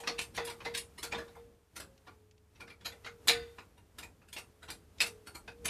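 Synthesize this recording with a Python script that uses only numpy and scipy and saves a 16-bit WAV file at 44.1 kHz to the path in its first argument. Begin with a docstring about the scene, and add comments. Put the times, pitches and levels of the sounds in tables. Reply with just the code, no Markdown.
"""Trolley jack under a car

A trolley jack is worked outdoors: its loose steel tube handle knocks, slides and clicks in the socket.
Shaped bursts of noise make the contacts; the gap between underbody and ground adds a short, dense echo.
Many knocks also make the air in the tube hoot (a fading sine), and contacts thud in the jack's frame.
Behind lie a low outdoor rumble, thin hiss, a faint hum, and soft cooing like a pigeon's, made of gliding sines.
"""
import sys
import numpy as np
from scipy import signal
from scipy.fft import rfft, irfft, next_fast_len
from scipy.io import wavfile
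from scipy.ndimage import uniform_filter1d, map_coordinates

SR = 44100
rng = np.random.default_rng(int(sys.argv[2]) if len(sys.argv) > 2 else 0)


def generate_wav(signal):
    """Clip the signal to [-1, 1] and save it as 16-bit WAV at the path in sys.argv[1]."""
    frames = np.transpose(np.atleast_2d(signal))
    scaled = np.clip(frames, -1, 1) * 32767
    pcm = np.round(scaled).astype(np.int16)
    wavfile.write(sys.argv[1], SR, pcm)


N = 250929  # length in samples

TYPICAL_BODY_DB = -51  # weight (level + body) of an ordinary contact
LOW_RING_HZ, HIGH_RING_HZ = (861, 1537), (5700, 10500)  # ranges for a spot's two side resonances
SPOT_DB, SPOT_PER_SPARKLE = 8, -0.2  # a blunt contact rings its spot more purely than a sharp one
FIZZ_DB, FIZZ_PER_SPARKLE = -6.5, 1.0  # the top octave follows the sparkle

# Tone colour of a blow [f/Hz, relative level per Hz/dB]
BLOW_COLOUR = [(60, -34), (120, -19), (380, -12.5), (620, -13), (830, -11), (1150, -13), (1750, -3.5),
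               (2300, 2.5), (3000, -0.5), (3750, 2), (4750, 0), (5800, -3.5), (9800, -2.5), (13600, -9.5),
               (15000, -29)]
# Typical depth of the steel's close resonances [f/Hz, depth/dB]
RIPPLE_DEPTH = [(500, 2), (3000, 2.5), (9000, 4.5), (13000, 5.5)]
# Handle against socket; body, sparkle and scrape are relative levels
# [t/s, level/dB, body/dB, sparkle/dB, touched spot's resonance f/Hz, lead-in scrape/dB]
CONTACTS = [(.002, -54, -7, -4, 2640, 3), (0.034, -52.5, 3.5, -24, 2540, -32),
            (0.074, -32, -6, -20.5, 4350, -11), (.19, -33.5, -10, -12.5, 2680, -5),
            (0.2132, -41.5, -17, -7.5, 2660, -7), (0.3479, -53, -4, -5.5, 3960, -7),
            (0.3649, -45.5, -27, -7.5, 3020, 0), (0.3757, -39.5, 2.5, -30, 2010, -29),
            (0.4484, -50.5, -10, 2, 3400, -13), (0.4748, -45, -1, -11, 3320, -1),
            (0.4976, -46, -3, -8, 2200, -7), (0.6032, -53, 1.5, -31, 2600, -24),
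            (.6495, -43.5, -4, -18.5, 4080, -12), (.6622, -44.5, 2.5, -27, 2070, 4),
            (.748, -35, -12, -12.5, 3700, -9), (0.775, -39, -15, -3.5, 2700, -2),
            (.9844, -50, -3, -6, 4270, 12), (1.0286, -42, -6, -3, 3360, -10),
            (1.0441, -46.5, -3.5, -11, 4440, 5), (1.122, -37, -6, -26, 2390, -6),
            (1.148, -43, -0.5, -41, 3620, 7), (1.1816, -51, 8.5, -10.5, 1690, 1),
            (1.209, -64.5, 13.5, -15, 1680, 16), (1.278, -63.5, 3, -25, 3950, -13),
            (1.3514, -74, 14, 1, 2100, -16), (1.7626, -48, -2.5, -3, 4200, -8),
            (1.7993, -50.5, 0.5, -2, 4160, -12), (2.072, -60.5, 8.5, -19, 2260, -1),
            (2.556, -65.5, -7, -30, 2640, -5), (2.6047, -51, 0, -15, 2310, -8),
            (2.6784, -58.5, 0.5, -20, 1860, 3), (2.7016, -53.5, -8, -18, 2340, -1),
            (2.8092, -62.5, -1, -16, 3400, -12), (2.857, -38.5, -9, -12.5, 4010, -3),
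            (2.9239, -55.5, -1.5, -15, 2050, 8), (3.0457, -49, -5, -26, 1960, -13),
            (3.0626, -47.5, 1, -18.5, 2136, 0), (3.2723, -39.5, -4, 1.5, 4600, -46),
            (3.282, -20.5, -20.5, -12, 4020, -16.5), (3.2952, -27.5, -10, -16.5, 2240, 0),
            (3.5834, -53.5, 5, -21, 2584, -16), (3.7772, -66.5, 1.5, -8.5, 2840, -5),
            (3.9841, -48, -4.5, -5, 3380, -17), (4.0291, -48.5, -5, -9.5, 2500, -7),
            (4.217, -71.5, 7.5, -20, 2660, -10), (4.284, -63.5, -6, -5.5, 2690, -5),
            (4.3275, -48, -13.5, -4.5, 3380, -18), (4.3632, -42.5, -8, -16, 2760, -18),
            (4.3807, -45, -12, -9.5, 2770, 2), (4.6283, -56, 2, -9.5, 3980, -4),
            (4.6854, -50.5, 0.5, -14, 1480, -7), (4.7011, -45, -10.5, -4, 4260, -33),
            (5.0035, -25, -18, -17, 2590, -23), (5.0144, -29.5, -12.5, -7, 2700, -14),
            (5.0613, -45.5, -6.5, -4.5, 2730, -12), (5.2699, -53, 1.5, -4, 4350, -7),
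            (5.351, -48.5, -3, -5.5, 4230, -4), (5.4768, -49, -0.5, -23, 2525, -26),
            (5.6542, -37, -5, -1, 6080, -7), (5.6844, -35.5, -12.5, -22, 2530, -2)]


def clatter(crack_db=2, crack_t60=0.024, rise=0.0058, low_db=6, high_db=6,
            low_width=0.11, spot_width=0.049, high_width=0.068,  # shares of each resonance's pitch
            same_share=0.44, scrape_time=0.012, square_db=-32, least_slide=0.23):
    """Each contact scrapes in, cracks, rings the touched spot and fills the space under the car."""
    out, t = np.zeros(N), np.arange(SR * 2 // 5) / SR
    cavity = echo(t)
    places = rng.random((len(CONTACTS), 2))
    for (s, db, body, sparkle, spot_hz, scrape_db), (low_place, high_place) in zip(CONTACTS, places):
        # light contacts swell in more slowly, hard blows land squarely
        sliding = np.clip((square_db - db) / 10, least_slide, 1)
        lead = int(min(scrape_time, max(s, 0.001)) * SR)
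        # part of the echo path stays, part changes as handle and arm move
        tail = np.sqrt(same_share) * cavity + np.sqrt(1 - same_share) * echo(t)
        crack = amp(crack_db - 60 * t / crack_t60) * rng.standard_normal(len(t))
        answer = (tail + crack) * (1 - np.exp(-np.pi * t / (rise * sliding)))
        # a short scrape leads into the blow itself, and both get the same answer
        force = np.append(amp(scrape_db) * scrape(lead), 1)
        hit = signal.fftconvolve(force, answer)[:len(t)]
        # every spot on the steel favours its own resonances: (Hz, width, dB)
        modes = [(np.interp(low_place, [0, 1], LOW_RING_HZ), low_width, low_db),
                 (spot_hz, spot_width, SPOT_DB + SPOT_PER_SPARKLE * sparkle),
                 (np.interp(high_place, [0, 1], HIGH_RING_HZ), high_width, high_db)]

        def colour(hz):
            spot = sum(gain / (1 + ((hz / centre - 1) / width) ** 2) for centre, width, gain in modes)
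            fine = along(RIPPLE_DEPTH, hz) * ripple(hz, 200)
            return along(BLOW_COLOUR, hz) + spot + fine

        blow = resonate(hit, colour)
        # heavy contacts have more body, sharp edges more sparkle and fizz: (low Hz, high Hz, dB)
        fizz = FIZZ_DB + FIZZ_PER_SPARKLE * sparkle
        parts = [(40, 1600, body), (1600, 5800, 0), (6300, 10500, sparkle), (11500, 20000, fizz)]
        sound = sum(amp(db + level) * crest(band(blow, lo, hi)) for lo, hi, level in parts)
        add(out, s - lead / SR, sound)
    return out


# How long the echo under the car takes to fall by 60 dB [f/Hz, fade time/s]
ECHO_FADE = [(100, 0.25), (330, 0.27), (900, 0.22), (2000, 0.15), (4500, 0.14), (9000, 0.18), (15000, 0.14)]


def echo(t):
    """Dense reflections between underbody and ground: noise whose pitch ranges each fade at their own speed."""
    hz, s, z = signal.stft(rng.standard_normal(len(t)), SR, nperseg=256)
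    fading = z * amp(-60 * s / along(ECHO_FADE, hz)[:, None])
    return signal.istft(fading, SR, nperseg=256)[1][:len(t)]


def scrape(length):
    """Steel catches and slips on steel in tiny jerks, pressing harder until it seats; energy 1."""
    t = np.arange(length) / SR
    jerks = amp(4 * map_coordinates(rng.standard_normal(200), [t * 600]))  # 600 random levels a second
    force = rng.standard_normal(length) * jerks * np.linspace(0.05, 1, length)
    return force / np.linalg.norm(force)


def ripple(hz, width_hz):
    """Many close resonances: a random, smooth curve over frequency."""
    return map_coordinates(rng.standard_normal(600), [hz / width_hz], mode="wrap")


# a typical knock, its ring in the wall, dB of ring per dB of knock
FIRM_DB, WALL_DB, WALL_GROWS = -34, -47.5, 1.9
# Knocks that set the whole tube ringing [t/s, strength as a level/dB]
KNOCKS = [(0, -42.5), (.08, -34.5), (.38, -32.5), (.654, -35), (1.036, -44.5), (1.124, -35), (1.361, -45),
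          (2.079, -63), (2.62, -53), (2.862, -49.5), (3.06, -46), (3.287, -27.5), (3.99, -58), (4.37, -62),
          (4.69, -63), (5.005, -41.5), (5.48, -48.5)]


def tube(air_hz=468.6, t60=0.51, swell=0.026,
         clonk_db=-8, clonk_t60=0.13, clonk_lo_hz=620, clonk_hi_hz=900):
    """A knock clonks, then the air in the open handle swells and rings on; hard knocks bring in the wall."""
    out, t = np.zeros(N), np.arange(SR) / SR
    hoot = np.sin(2 * np.pi * air_hz * t) * amp(-60 * t / t60) * (1 - np.exp(-t / swell))
    onset = 1 - np.exp(-t / 0.0033)
    for s, db in KNOCKS:
        clonk = band(rng.standard_normal(SR), clonk_lo_hz, clonk_hi_hz) * amp(-60 * t / clonk_t60)
        wall = amp(WALL_DB + WALL_GROWS * (db - FIRM_DB)) * crest(steel(t) * onset)
        add(out, s, amp(db) * (hoot + amp(clonk_db) * crest(clonk * onset)) + wall)
    return out


# Ringing of the tube's wall; width is taken at half height [f/Hz, width/Hz, relative level/dB]
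WALL_MODES = [(718, 13, 2.5), (1223, 35, -7), (1495, 35, 0), (1780, 64, -3.5), (2000, 140, -3),
              (2374, 50, -4), (2640, 210, -8.5), (3430, 73, -5), (3642, 42, 0), (3860, 50, -9.5),
              (4280, 130, -11), (4630, 80, -10), (4780, 80, -6), (6660, 85, -18.5)]


def steel(t, t60=0.36, dense_db=-17):
    """The tube wall rings roughly: clusters of close modes stand out of many weaker ones."""
    def clusters(f):
        power = sum(amp(db) ** 2 / (1 + (2 * (f - hz) / width) ** 2) ** 2 for hz, width, db in WALL_MODES)
        return np.sqrt(power)

    wall = filtered(rng.standard_normal(len(t)), clusters)
    dense = amp(dense_db) * band(rng.standard_normal(len(t)), 700, 4600)
    return (wall + dense) * amp(-60 * t / t60)


def frame(frame_hz=327, t60=0.11, thud_db=-65, grows=1.1, knock_share=0.36, rise=0.003):
    """The weight of each contact thuds in the jack's frame: a short low tone with some noise."""
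    out, t = np.zeros(N), np.arange(SR // 2) / SR
    envelope = amp(-60 * t / t60) * (1 - np.exp(-t / rise))
    for s, db, body, *_ in CONTACTS:
        knock = unit(band(rng.standard_normal(len(t)), 180, 390))
        thud = (np.sin(2 * np.pi * frame_hz * t) + knock_share * knock) * envelope
        add(out, s, amp(thud_db + grows * (db + body - TYPICAL_BODY_DB)) * crest(thud))
    return out


# Light ticks [t/s, level/dB]
TICKS = [(1.978, -64), (2.311, -64), (2.379, -69), (4.984, -54), (5.52, -67), (5.586, -74)]


def grit(t60=0.035):
    """Tiny dry ticks of grit and loose parts: short bursts of mid to high noise."""
    out, t = np.zeros(N), np.arange(SR // 10) / SR
    for s, db in TICKS:
        tick = band(rng.standard_normal(len(t)), 1800, 7000) * amp(-60 * t / t60)
        add(out, s, amp(db) * crest(tick))
    return out


# Far cooing; sag is the share by which the pitch has dropped at the end, level is before the waver
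# [t/s, length/s, highest pitch f/Hz, sag/share, level/dB]
COOS = [(1.78, 0.28, 541, 0.0054, -71), (4.85, 0.1, 470, 0.018, -67), (5.06, 0.285, 430.5, 0.053, -53),
        (5.53, 0.184, 476, 0.16, -54)]


def cooing(waver_db=6.5, crown=0.4, fullest=0.61):
    """Nearly pure, low notes: each swells and fades while its pitch arches and sags."""
    out = np.zeros(N)
    for s, length, hz, sag, db in COOS:
        u = np.linspace(0, 1, int(length * SR))  # place within the note
        pitch = hz * (1 - sag * ((u - crown) / (1 - crown)) ** 2)
        swell = np.sin(np.pi / 2 * np.interp(u, [0, fullest, 1], [0, 1, 0]))
        add(out, s, amp(db) * swell * np.sin(2 * np.pi * np.cumsum(pitch) / SR))
    return out * amp(waver_db * wobble(21.94))


# Tone colour of the outdoor air [f/Hz, relative level per Hz/dB]
AIR_COLOUR = [(20, -25), (40, -9), (75, -1), (115, -10), (200, -12), (400, -17), (630, -19), (1000, -21),
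              (2000, -26), (4200, -30.5), (9000, -32), (14500, -35)]
# Hum tones, around which pitch and level wander [f/Hz, level/dB]
HUM_TONES = [(74, -74), (98, -72.5), (426, -77)]


def outdoors(rumble_db=-71, hiss_db=-78, shudder_db=-61.5, rustle_db=-72.5, drift_hz=1.1):
    """Far rumble, thin hiss and a faint unsteady hum; the worked jack adds a low shudder and a rustle."""
    air = filtered(rng.standard_normal(N), lambda hz: amp(along(AIR_COLOUR, hz)))
    below, above = unit(band(air, 20, 600)), unit(band(air, 600, 20000))
    shudder = amp(shudder_db) * stir(grows=0.45, lead_s=0.33, t60=1.1)
    rustle = amp(rustle_db) * stir(grows=0.58, lead_s=0.44, t60=1.6)
    low = np.hypot(amp(rumble_db), shudder) * amp(2.5 * wobble(9.1)) * below
    high = np.hypot(amp(hiss_db), rustle) * amp(1.2 * wobble(7.1)) * above
    hum = np.zeros(N)
    for hz, db in HUM_TONES:
        level = amp(db + 3.6 * wobble(3))
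        pitch = hz + drift_hz * wobble(2.2)
        hum += level * np.sin(2 * np.pi * np.cumsum(pitch) / SR)
    return low + high + np.sqrt(2) * hum  # a sine of rms 1 peaks at sqrt(2)


def stir(grows, lead_s, t60):
    """Gain of the handling noise: it builds up to each contact, by its weight, and dies away after it."""
    t = np.arange(0, N, 64) / SR
    power = np.zeros(len(t))
    for s, db, body, *_ in CONTACTS:
        weight = grows * (db + body - TYPICAL_BODY_DB)
        power += amp(weight - 60 * np.maximum((s - t) / lead_s, (t - s) / t60)) ** 2
    return np.interp(np.arange(N) / SR, t, np.sqrt(power))


def amp(db):
    """Turn decibels into a plain factor."""
    return 10 ** (np.asarray(db) / 20)


def unit(x):
    """x at rms 1."""
    return x / np.sqrt(np.mean(x ** 2) + 1e-20)


def crest(x):
    """x scaled so that its loudest 8 ms have rms 1."""
    return x / np.sqrt(np.max(uniform_filter1d(x ** 2, SR // 125)) + 1e-20)


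def along(points, hz):
    """(Hz, value) points read on a log axis."""
    f, v = np.transpose(points)
    return np.interp(np.log(hz + 1), np.log(f + 1), v)


def wobble(rate):
    """A smooth random curve, rate knots a second."""
    knots = rng.standard_normal(int(N * rate / SR) + 4)
    return map_coordinates(knots, [np.arange(N) * rate / SR])


def filtered(x, gain):
    """x times a gain that depends on frequency."""
    n = x.shape[-1]
    m = next_fast_len(n + 8192)
    return irfft(rfft(x, m) * gain(np.fft.rfftfreq(m, 1 / SR)), m)[..., :n]


def band(x, lo_hz, hi_hz):
    """The part of x between two soft edges."""
    return filtered(x, lambda hz: (1 - 1 / (1 + (hz / lo_hz) ** 8)) / (1 + (hz / hi_hz) ** 8))


def resonate(x, colour_db):
    """x through a causal filter with the given dB curve: its peaks ring on afterwards."""
    m = next_fast_len(2 * len(x))
    cepstrum = irfft(np.log(amp(colour_db(np.fft.rfftfreq(m, 1 / SR)))), m)
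    # folding the cepstrum forward puts all the ringing after the blow (minimum phase)
    cepstrum[1:m // 2] *= 2
    cepstrum[m // 2 + 1:] = 0
    return irfft(rfft(x, m) * np.exp(rfft(cepstrum)), m)[:len(x)]


def add(track, s, sound):
    """Mix a sound into a track from time s."""
    start = int(np.clip(round(s * SR), 0, N - 1))
    track[start:start + len(sound)] += sound[:N - start]


def scene(side_db=-22):
    """Everything lies straight ahead; only a weak side reflection widens the clatter and grit."""
    metal = clatter() + grit()
    mid = metal + tube() + frame() + cooing() + outdoors()
    side_colour = [(300, -12.5), (2000, -29.5), (12000, -9.0)]  # (Hz, dB), on top of side_db
    reflection = filtered(metal, lambda hz: amp(along(side_colour, hz)))
    side = np.zeros(N)
    add(side, 0.0012, amp(side_db) * reflection)
    return np.array([mid + side, mid - side])


def record(dry, top_hz=14700):
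    """A very steep filter removes the treble above top_hz."""
    return filtered(dry, lambda hz: 1 / (1 + (hz / top_hz) ** 120))


dry = scene()
out = record(dry)
generate_wav(out)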